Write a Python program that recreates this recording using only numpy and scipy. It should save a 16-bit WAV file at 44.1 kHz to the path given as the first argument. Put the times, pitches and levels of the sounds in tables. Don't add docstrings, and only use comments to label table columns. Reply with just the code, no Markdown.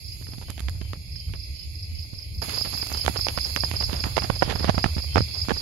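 import sys
import numpy as np
from scipy import signal
from scipy.io import wavfile
from scipy.ndimage import uniform_filter1d

SR = 44100
rng = np.random.default_rng(int(sys.argv[2]) if len(sys.argv) > 2 else 0)


def bounce(signal):
    frames = np.transpose(np.atleast_2d(signal))
    limited = np.clip(frames, -1, 1)
    pcm = np.round(limited * 32767).astype(np.int16)
    wavfile.write(sys.argv[1], SR, pcm)


def level_to_linear(level):
    exponent = np.asarray(level, float) / 20
    return 10 ** exponent


N = 247401

CUT_S = 2.417
PORT_DIP_HZ, PORT_DIP_WIDTH_HZ = 8230, 920

# (time [s], level [dB], brightness [dB per #
# octave], thump [dB])
SMALL_CRACKS = [(0.212, -48, -12, 13.5), (.288, -45.5, -12, 14), (0.334, -32.5, 0.5, 0),
                (.414, -28.5, -0.5, -11), (0.579, -27, 0.5, -12), (.933, -19.5, -1.5, -15),
                (1.337, -26.5, 0.5, -22), (2.419, -25, -15, -28), (2.611, -26.5, -10, -8.5),
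                (2.972, -25, -3, -14), (3.063, -25, 4, -0.5), (3.0779, -3.5, -8.5, -32),
                (3.096, -29, -11, 9.5), (3.159, -21.5, -6.5, -10), (3.285, -19.5, 3, -14),
                (3.562, -16.5, 2.5, -6), (3.713, -13.5, 0, -13), (3.93, -20.5, 1, 0.5),
                (4.056, -23.5, -9, -2), (4.067, -31, -13, 11), (4.178, -7.5, -6, -15.5),
                (4.607, -28, -11, 6.5), (4.644, -8, -1.5, -9.5), (4.675, -27, -13, -3),
                (4.842, -1.5, -19, -12), (4.981, -20.5, -1, -1.5), (5.157, -5, -6.5, -9.5),
                (5.205, -17, -14, 2.5), (5.485, -14.5, -0.5, -2), (5.518, -26.5, -17, 11.5),
                (.594, -39, 3, -8),
    (0.75, -55, 0, -1),
    (0.849, -46, 0, 0),
    (2.725, -30.5, 2, -12),
    (3.148, -42, -4, -4),
    (3.386, -36, 4, 2),
    (4.007, -34, 1, -4),
    (4.461, -39, -10, 11),
    (4.485, -28, -4, -15),
]
# (time [s], level [dB], brightness [dB per octave], thump [dB])
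CRUNCHES = [(0.32, -47, 0.5, 4), (0.382, -45.5, 0.5, 18.5), (0.483, -37.5, -1.5, -5),
            (.604, -41.5, 1.5, 13), (0.684, -31.5, 1, 6), (0.813, -34, 0, 11), (1.156, -54.5, 1.5, -5),
            (1.29, -50, -9, -10), (2.484, -36, -3, 11), (2.749, -34, -7, 6.5), (2.826, -28.5, 0, 0.5),
            (2.865, -33, -1, -12), (2.916, -29, -9, -2), (3.086, -35, -13, -7), (3.265, -19.5, -3, -32),
            (3.375, -18, -24, -1), (3.57, -24.5, -22, -18), (3.635, -19, -23, -2.5), (4.167, -14, -0.5, -9),
            (4.299, -12, -18, 2.5), (4.422, -5, -15, -7), (4.477, -29.5, -7, 11), (4.692, -7.5, -19, 3.5),
            (4.778, -13, -14, 1), (4.858, -19, -16, 8), (5.167, -11, -14, -10), (5.178, -9, -16, -4.5),
            (5.492, -17, -1, -18), (5.505, -12, -19, -9), (5.513, -17.5, -18, -27)]
# (time [s], level [dB], brightness [dB per octave], thump [dB])
SCUFFS = [(.165, -62, 1, -4), (0.223, -55.5, 2, 17), (0.498, -45, 2, 23), (2.131, -51.5, -0.5, 27),
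          (2.493, -34.5, 0.5, -15), (2.649, -30, -1, 7), (2.731, -32, -2.5, 8), (2.944, -33, -2.5, 7),
          (3.187, -30.5, -10, 5), (3.446, -63, 4, -5), (.268, -49, 1.5, -3), (4.497, -33.5, 1.5, -10),
          (4.52, -30, -0.5, -3), (2.571, -36, 0.5, 7), (2.67, -39, -3, 14), (2.774, -47.5, 2, -6),
          (2.896, -38, -6, -2), (5.038, -40.5, -9, 0), (3.737, -30.5, -1, 10.5), (3.806, -27, -4, 5.5),
          (3.892, -28, -11, 9), (4.038, -21, -.5, -3), (4.219, -25.5, -0.5, 6.5), (4.24, -27, -0.5, 11.5),
          (4.552, -24.5, -6, 10), (4.594, -30, -0.5, 7), (4.679, -20.5, -13, 4), (4.743, -28, -9, 12),
          (4.965, -32, -7, 20.5), (5.561, -38.5, -0.5, 13)]
# (time [s], level [dB], brightness [dB per octave], thump [dB])
DRAGS = [
    (2.556, -37, -0.5, 0),
    (3.648, -40.5, -0.5, 5),
    (3.752, -37.5, 0.5, 2),
    (3.822, -35, 1, 12),
    (3.94, -30.5, -1, 10),
    (4.625, -33, -4.5, 7),
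    (4.409, -36, -2, 2),
    (4.506, -25.5, -1.5, 2),
]
# (time [s], level [dB])
RUB_PRESSURE = [(0, -66), (.42, -61.5), (.94, -58.5), (1.07, -70), (1.6, -68.5), (2.06, -67),
                (2.135, -58.5), (2.41, -78), (2.42, -37.5), (2.8, -47.5), (2.94, -39), (3.43, -49.5),
                (4.0, -43), (4.4, -46), (4.516, -28.5), (4.6, -40.5), (5.116, -52), (5.6, -44.5)]
# (time [s], level [dB])
BRIGHT_SNAPS = [(0.504, -36.5), (0.597, -42), (0.605, -41), (.632, -58), (0.688, -49), (0.696, -40.5),
                (.934, -54), (1.919, -58), (2.14, -60), (2.418, -49), (2.495, -37), (2.87, -38), (2.902, -48),
                (2.927, -36.5), (2.974, -39), (3.051, -39), (3.078, -34), (3.089, -41), (3.563, -32.5),
                (4.064, -44), (4.17, -38), (4.553, -51)]
# (start [s], chirps [count], period [s])
CHIRP_BOUTS = [
    (.048, 2, .195),
    (1.124, 1, .197),
    (1.36, 6, .1972),
    (2.545, 3, .1965),
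    (3.174, 13, .1972),
]
# (time [s], level [dB])
CRICKET_EFFORT = [
    (0, -2),
    (2.4, -3),
    (2.6, -0.5),
    (3.2, 1),
    (3.6, 3),
    (4.0, 0.5),
    (4.4, -2),
    (5.6, -1),
]
# (time [s], left level [dB], right level [dB])
KATYDID_RASPS = [(0.189, -68, -56), (.55, -66, -58), (.9, -67, -57), (1.27, -67, -62), (1.6, -69, -62),
                 (2.0, -65, -58), (2.35, -66, -56), (2.78, -53, -45), (2.91, -58, -43), (3.19, -55, -44),
                 (3.51, -46, -59), (3.92, -51, -51), (4.06, -54, -57), (4.27, -58, -57), (4.548, -67, -51),
                 (4.78, -59, -53), (5.02, -57, -58), (5.44, -55, -61)]
# (start [s], pitch [Hz], level [dB])
TREE_CRICKET_CALLS = [(.07, 2950, 0), (.43, 3040, 7.5), (.78, 3090, 6), (1.139, 3100, 7), (1.52, 2970, 5.5),
                      (1.87, 2980, 3), (2.18, 3090, 4), (2.55, 3080, 2), (2.901, 3070, 8), (3.241, 3020, 0),
                      (3.651, 3100, 3), (4.03, 3030, -5.5), (4.358, 3180, 7), (4.76, 3070, -7),
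                      (5.051, 3140, 8), (5.4, 3020, -9)]
# (low edge [Hz], peak [Hz], high edge [Hz], first place left [dB], right [dB],
# second place left [dB], right [dB])
CHOIRS = [
    (1965, 2334, 2830, 1, 1, 0, 5),
    (3167, 3400, 3920, -4.5, -4.5, -6, 4),
    (4010, 4870, 5260, 8.5, 12, 7, 19),
    (6110, 6550, 7630, -0.5, -8, 0.5, -6),
    (8660, 9320, 9800, -6.5, -11.5, -3, -8),
    (10200, 11210, 11680, -0.5, -1.5, 0.5, 0),
    (11900, 13400, 20500, -8, -13, -8.5, -8),
]
# (first place [dB], second place [dB])
CHOIR_LEVELS = [(-57, -49.5), (-60.5, -49.5)]
# (time [s], level [dB])
HAND_AIM = [(0, 13.5), (.1, 15.5), (.6, 12), (1.05, 9), (1.3, 10.5), (2.41, 10), (2.42, 12), (2.7, 10.5),
            (3.6, 9), (4.3, 5), (5.2, 1), (5.6, 3)]
# (time [s], level [dB])
LEAF_STIRS = [
    (2.69, -61),
    (2.92, -53),
    (4.05, -52),
    (5.02, -57),
    (5.445, -43),
]
# (time [s], level [dB])
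TRAFFIC_SWELL = [(0.0, -37), (0.59, -40), (0.69, -33), (1.26, -38), (1.3, -27), (1.46, -37.5), (1.51, -33),
                 (1.59, -42.5), (1.9, -33.5), (2.24, -40), (2.39, -29), (2.42, -37.5), (4.8, -30.5),
                 (5.13, -35), (5.21, -20), (5.26, -34.5), (5.54, -32), (5.6, -36)]
# (frequency [Hz], level [dB per Hz])
TRAFFIC_COLOUR = [(13, -46), (22, -18), (52, -9.5), (74, 0.5), (120, -10.5), (144, -19), (240, -49.5),
                  (300, -29), (436, -49), (580, -41), (1800, -96), (2340, -105), (3960, -120)]
# (frequency [Hz], likeness [0 to 1])
TRAFFIC_LIKENESS = [(60, 0.85), (200, 0.77), (500, 0.34), (1000, 0.038)]


def rms_one(x):
    return x / np.sqrt(np.mean(x ** 2, axis=-1, keepdims=True) + 1e-20)


def in_time(rows):
    s, *columns = np.transpose(rows)
    return [np.interp(np.arange(N) / SR, s, column) for column in columns]


def by_place(first, second):
    return np.where(np.arange(N) < CUT_S * SR, first, second)


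def band(x, low_hz, high_hz, order=2):
    sections = signal.butter(order, [low_hz, high_hz], "band", fs=SR, output="sos")
    return signal.sosfilt(sections, x)


def resonance(x, hz, width_hz):
    r = np.exp(-np.pi * width_hz / SR)
    top = np.array([1, 0, -1]) * (1 - r * r) / 2
    return signal.lfilter(top, [1, -2 * r * np.cos(2 * np.pi * hz / SR), r * r], x)


def drift(rate):
    knots = rng.standard_normal((2, 400))
    place = np.arange(N) / SR * rate
    return np.array([np.interp(place, np.arange(400), k) for k in knots])


def bursts(times, levels_db, lengths_s, rise=0.39, grain=None):
    out = np.zeros(N + SR)
    for s, db, length in zip(times, levels_db, lengths_s):
        x = np.arange(int(3 * length * SR)) / (length * SR * rise)
        at = int(s * SR)
        hump = x * np.exp(1 - x)
        if grain is not None:
            filled = rms_one(hump * grain[at % (N - SR):][:len(x)])
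            hump = filled * np.sqrt(np.mean(hump ** 2))
        out[at:at + len(x)] += level_to_linear(db) * hump
    return out[:N]


def tiny_snaps(per_s, spread_db):
    sizes = level_to_linear(spread_db * np.minimum(rng.exponential(1, N), 4)) * rng.choice([-1, 1], N)
    return rms_one(sizes * (rng.random(N) < per_s / SR) + 1e-9)


def crackle():
    cracks = SMALL_CRACKS
    s, db, bright, thump_db = np.transpose(cracks + CRUNCHES + SCUFFS + DRAGS)
    crack_s = 0.00216
    counts = [len(cracks), len(CRUNCHES), len(SCUFFS), len(DRAGS)]
    size_s = np.repeat([crack_s, 0.00524, 0.0098, 0.0145], counts)
    sharp = (size_s == crack_s) & (bright > -6)
    grain_db = db - 7 * sharp
    out = clean_breaks(s[sharp], db[sharp], bright[sharp])
    out += slips(s, grain_db, bright, 0.94 * size_s)
    out += knocks(s, db + thump_db, 0.94 * size_s)
    out += rubbing(s, db)
    out += bright_snaps()
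    leak = band(out, 160, 5300) * level_to_linear(by_place(-19.5, -75))
    return np.array([leak, out])


def clean_breaks(s, db, bright):
    breaks = np.zeros(N)
    breaks[((s + .0005) * SR).astype(int)] = -level_to_linear(db + 19 + 1.0 * bright)
    return band(band(breaks, 500, 2200, order=1), 150, 8100)


def slips(s, db, bright, length_s):
    grains = tiny_snaps(1500, 4.4)
    body = bursts(s, db + 14.5, length_s, grain=grains)
    middle = bursts(s, db + 5.9 * bright + 12.5, 0.32 * length_s, grain=grains)
    treble = bursts(s, db + 7.2 * bright + 2.0, 0.53 * length_s, grain=grains)
    out = band(band(body, 284, 1280, order=1), 177, 1730, order=1)
    return out + band(middle, 950, 3600) + band(treble, 4000, 4300)


def knocks(s, db, length_s):
    push = signal.lfilter([1, -1], [1], bursts(s, db + 41.5, 0.86 * length_s))
    return band(push, 48, 266)


def rubbing(s, db):
    rub = rms_one(band(tiny_snaps(1300, 2.7), 87, 950) + 0.39 * band(tiny_snaps(1500, 2.4), 1440, 4050))
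    pressure = level_to_linear(in_time(RUB_PRESSURE)[0] + 2.0 * drift(20)[0])
    pressure += bursts(s, 0.52 * db - 30.5, 0.017 + 0 * s)
    return rub * pressure * level_to_linear(4.7 * drift(60)[0])


def bright_snaps():
    s, db = np.transpose(BRIGHT_SNAPS)
    snaps = bursts(s - .0005, db + 21.0, 0.00096 + 0 * s, grain=rng.standard_normal(N))
    return band(snaps, 2400, 9200, order=1)


def cricket():
    chirps = np.concatenate([start + period * np.arange(count) for start, count, period in CHIRP_BOUTS])
    dry = np.zeros(N + SR)
    for s in chirps:
        chirp_db = -1.5 * rng.standard_normal()
        for k, stroke_db in enumerate((-2.5, 0.5, 0.5)):
            add_stroke(dry, s - .0055 + k * .0377, chirp_db + stroke_db)
    heard = through_foliage(dry[:N])
    heard = band(heard, 3900, 5320, order=7)
    level_db = by_place(-36.5, -27) + in_time(CRICKET_EFFORT)[0]
    left_against_right_db = [by_place(-3, -6.5), np.zeros(N)]
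    return heard * level_to_linear(left_against_right_db + level_db)


def add_stroke(dry, start_s, db):
    pulses, pulses_per_s = 5, 300
    start_hz, end_hz, ring_s, rise_s = 5300, 4600, 0.0013, 0.00042
    t = np.arange(int(0.011 * SR)) / SR
    along = np.linspace(0, 1, num=pulses)
    luck = rng.standard_normal((3, pulses))
    at = ((start_s + np.arange(pulses) / pulses_per_s + .00025 * luck[0]) * SR).astype(int)
    hz = start_hz + (end_hz - start_hz) * along + 70 * luck[1]
    gain = level_to_linear(db + 19 - 19 * (along - .33) ** 2 + 1.7 * luck[2])
    for i, f, g in zip(at, hz, gain):
        ring = np.sin(2 * np.pi * f * t) * (1 - np.exp(-t / rise_s)) * np.exp(-t / ring_s)
        dry[i:i + len(t)] += g * ring


def through_foliage(dry):
    tail = np.arange(int(.15 * SR)) / SR
    foliage = rng.standard_normal((2, len(tail))) * np.exp(-tail / .028)
    foliage *= level_to_linear([[-3], [-5.5]]) / np.sqrt(np.sum(foliage ** 2, axis=1, keepdims=True))
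    foliage[[0, 1], [7, 0]] += (0.25, 0.9)
    echo_s = np.array((0.013, .019))
    foliage[[0, 1], (echo_s * SR).astype(int)] += (0.5, 0.35)
    return signal.fftconvolve(dry[None], foliage)[:, :N]


def katydid():
    ticks_per_s = 423.4
    s, left_db, right_db = np.transpose(KATYDID_RASPS)
    clicks = np.diff(np.floor(np.arange(N + 1) * ticks_per_s / SR))
    even = rms_one(clicks * level_to_linear(1.5 * rng.standard_normal(N)))
    sides = []
    for db in (left_db, right_db):
        ticks = rms_one(band(even + 0.81 * tiny_snaps(2500, 2.7), 11600, 14700, order=3))
        sides.append(bursts(s - .015, db, 0.055 + 0 * s) * ticks)
    return np.array(sides)


def tree_cricket():
    width_hz, count = 110, int(.18 * SR)
    out = np.zeros((2, N + SR))
    for s, hz, db in TREE_CRICKET_CALLS:
        tone = resonance(rng.standard_normal((2, SR // 4)), hz, width_hz)
        tone = resonance(tone, hz, 2 * width_hz)[:, -count:]
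        at = int(s * SR)
        out[:, at:at + count] += level_to_linear(db) * rms_one(tone) * np.hanning(count) ** .5
    return out[:, :N] * level_to_linear([by_place(-62, -55), by_place(-61, -53)])


def choirs():
    aim_db = in_time(HAND_AIM)[0]
    sway_db = 1.5 * drift(3.37)
    low, high = [by_place(*levels) for levels in CHOIR_LEVELS]
    low = np.array([low, low + by_place(-2, -4) + 0.31 * aim_db]) + sway_db
    high = np.array([high, high + aim_db])
    out = np.zeros((2, N))
    for low_hz, hz, high_hz, left1, right1, left2, right2 in CHOIRS:
        voices = band(rng.standard_normal((2, N)), low_hz, high_hz, order=7)
        voices = rms_one(resonance(voices, hz, 0.7 * (high_hz - low_hz)))
        reach_db = low if hz < 5600 else high
        flicker_db = 2.01 if hz < PORT_DIP_HZ else .7
        place_db = [by_place(left1, left2), by_place(right1, right2)]
        out += voices * level_to_linear(reach_db + place_db + flicker_db * drift(15))
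    thin = resonance(rng.standard_normal((2, N)), 2638, 31)
    return out + rms_one(thin) * level_to_linear(low + by_place(-8, -4) + 1.8 * drift(4.45))


def stirs():
    s, db = np.transpose(LEAF_STIRS)
    leaves = rms_one(band(tiny_snaps(5000, 2.1), 750, 3200))
    return np.outer([1, 0], leaves * bursts(s, db - 1.0, 0.022 + 0 * s))


def rumble():
    out = np.zeros((2, N))
    level_db = in_time(TRAFFIC_SWELL)[0]
    colour_hz, colour = np.transpose(TRAFFIC_COLOUR)
    likeness_hz, likeness = np.transpose(TRAFFIC_LIKENESS)
    edges = 20 * 2 ** np.arange(0, 6.4, 1 / 3)
    white = rng.standard_normal((2, 2, N))
    for k, (low, high) in enumerate(zip(edges, edges[1:])):
        mid, side = band(white[k % 2], low, high)
        log_hz = np.log(low * high) / 2
        alike = np.clip(np.interp(log_hz, np.log(likeness_hz), likeness), 0, 1)
        colour_db = np.interp(log_hz, np.log(colour_hz), colour)
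        swell_db = level_db + 3.4 * drift(6)[0] if low < 150 else by_place(-33.5, -32.0)
        both = np.sqrt(1 + alike) * mid + np.sqrt(1 - alike) * side * [[1], [-1]]
        out += level_to_linear(colour_db + swell_db) * both
    return out * level_to_linear(26.5) * level_to_linear([[-1.2], [1.2]])


def scene():
    near = crackle() + cricket() + katydid() + tree_cricket()
    return near + choirs() + stirs() + rumble()


def drop_faint(x):
    from_hz, top_hz = 2800, 15800
    hz, _, z = signal.stft(x, SR, nperseg=2048)
    level_db = 20 * np.log10(np.abs(z) + 1e-12)
    usual_db = level_db[:, (hz > 6000) & (hz < 12000)].mean(axis=1, keepdims=True)
    mids_db = level_db[:, (hz > 300) & (hz < 5500)].mean(axis=1, keepdims=True) - usual_db
    which = np.arange(len(hz)) // 24
    centre = np.minimum(which * 24 + 12, len(hz) - 1)
    band_db = uniform_filter1d(level_db, size=24, axis=1)[:, centre]
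    flutter = rng.standard_normal((1, which[-1] + 1, z.shape[2]))[:, which]
    flutter = flutter[:, :, np.arange(z.shape[2]) // 2]
    limit_db = usual_db + .55 * (mids_db - mids_db.mean()) - 6.5 + 2.6 * flutter
    limit_db += 2.8 * np.clip((hz[:, None] - 11500) / (top_hz - 11500), 0, 1) ** .5
    for gap_hz in (2980, 5850):
        limit_db += 5 * np.exp(-((hz[:, None] - gap_hz) / 170) ** 2)
    strong = (level_db > limit_db) & (band_db > limit_db - 4)
    keep = (strong | (hz[:, None] < from_hz)) & (hz[:, None] < top_hz)
    return signal.istft(z * keep, SR, nperseg=2048)[1][:, :N]


def low_pass(x):
    return signal.sosfilt(signal.butter(12, 16520, fs=SR, output="sos"), x)


def record(dry):
    dipped = dry - .9 * resonance(dry, PORT_DIP_HZ, PORT_DIP_WIDTH_HZ)
    rounded = 0.84 * np.tanh(dipped / 0.97)
    mix = drop_faint(rounded)
    return low_pass(mix)


dry = scene()
out = record(dry)
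bounce(out)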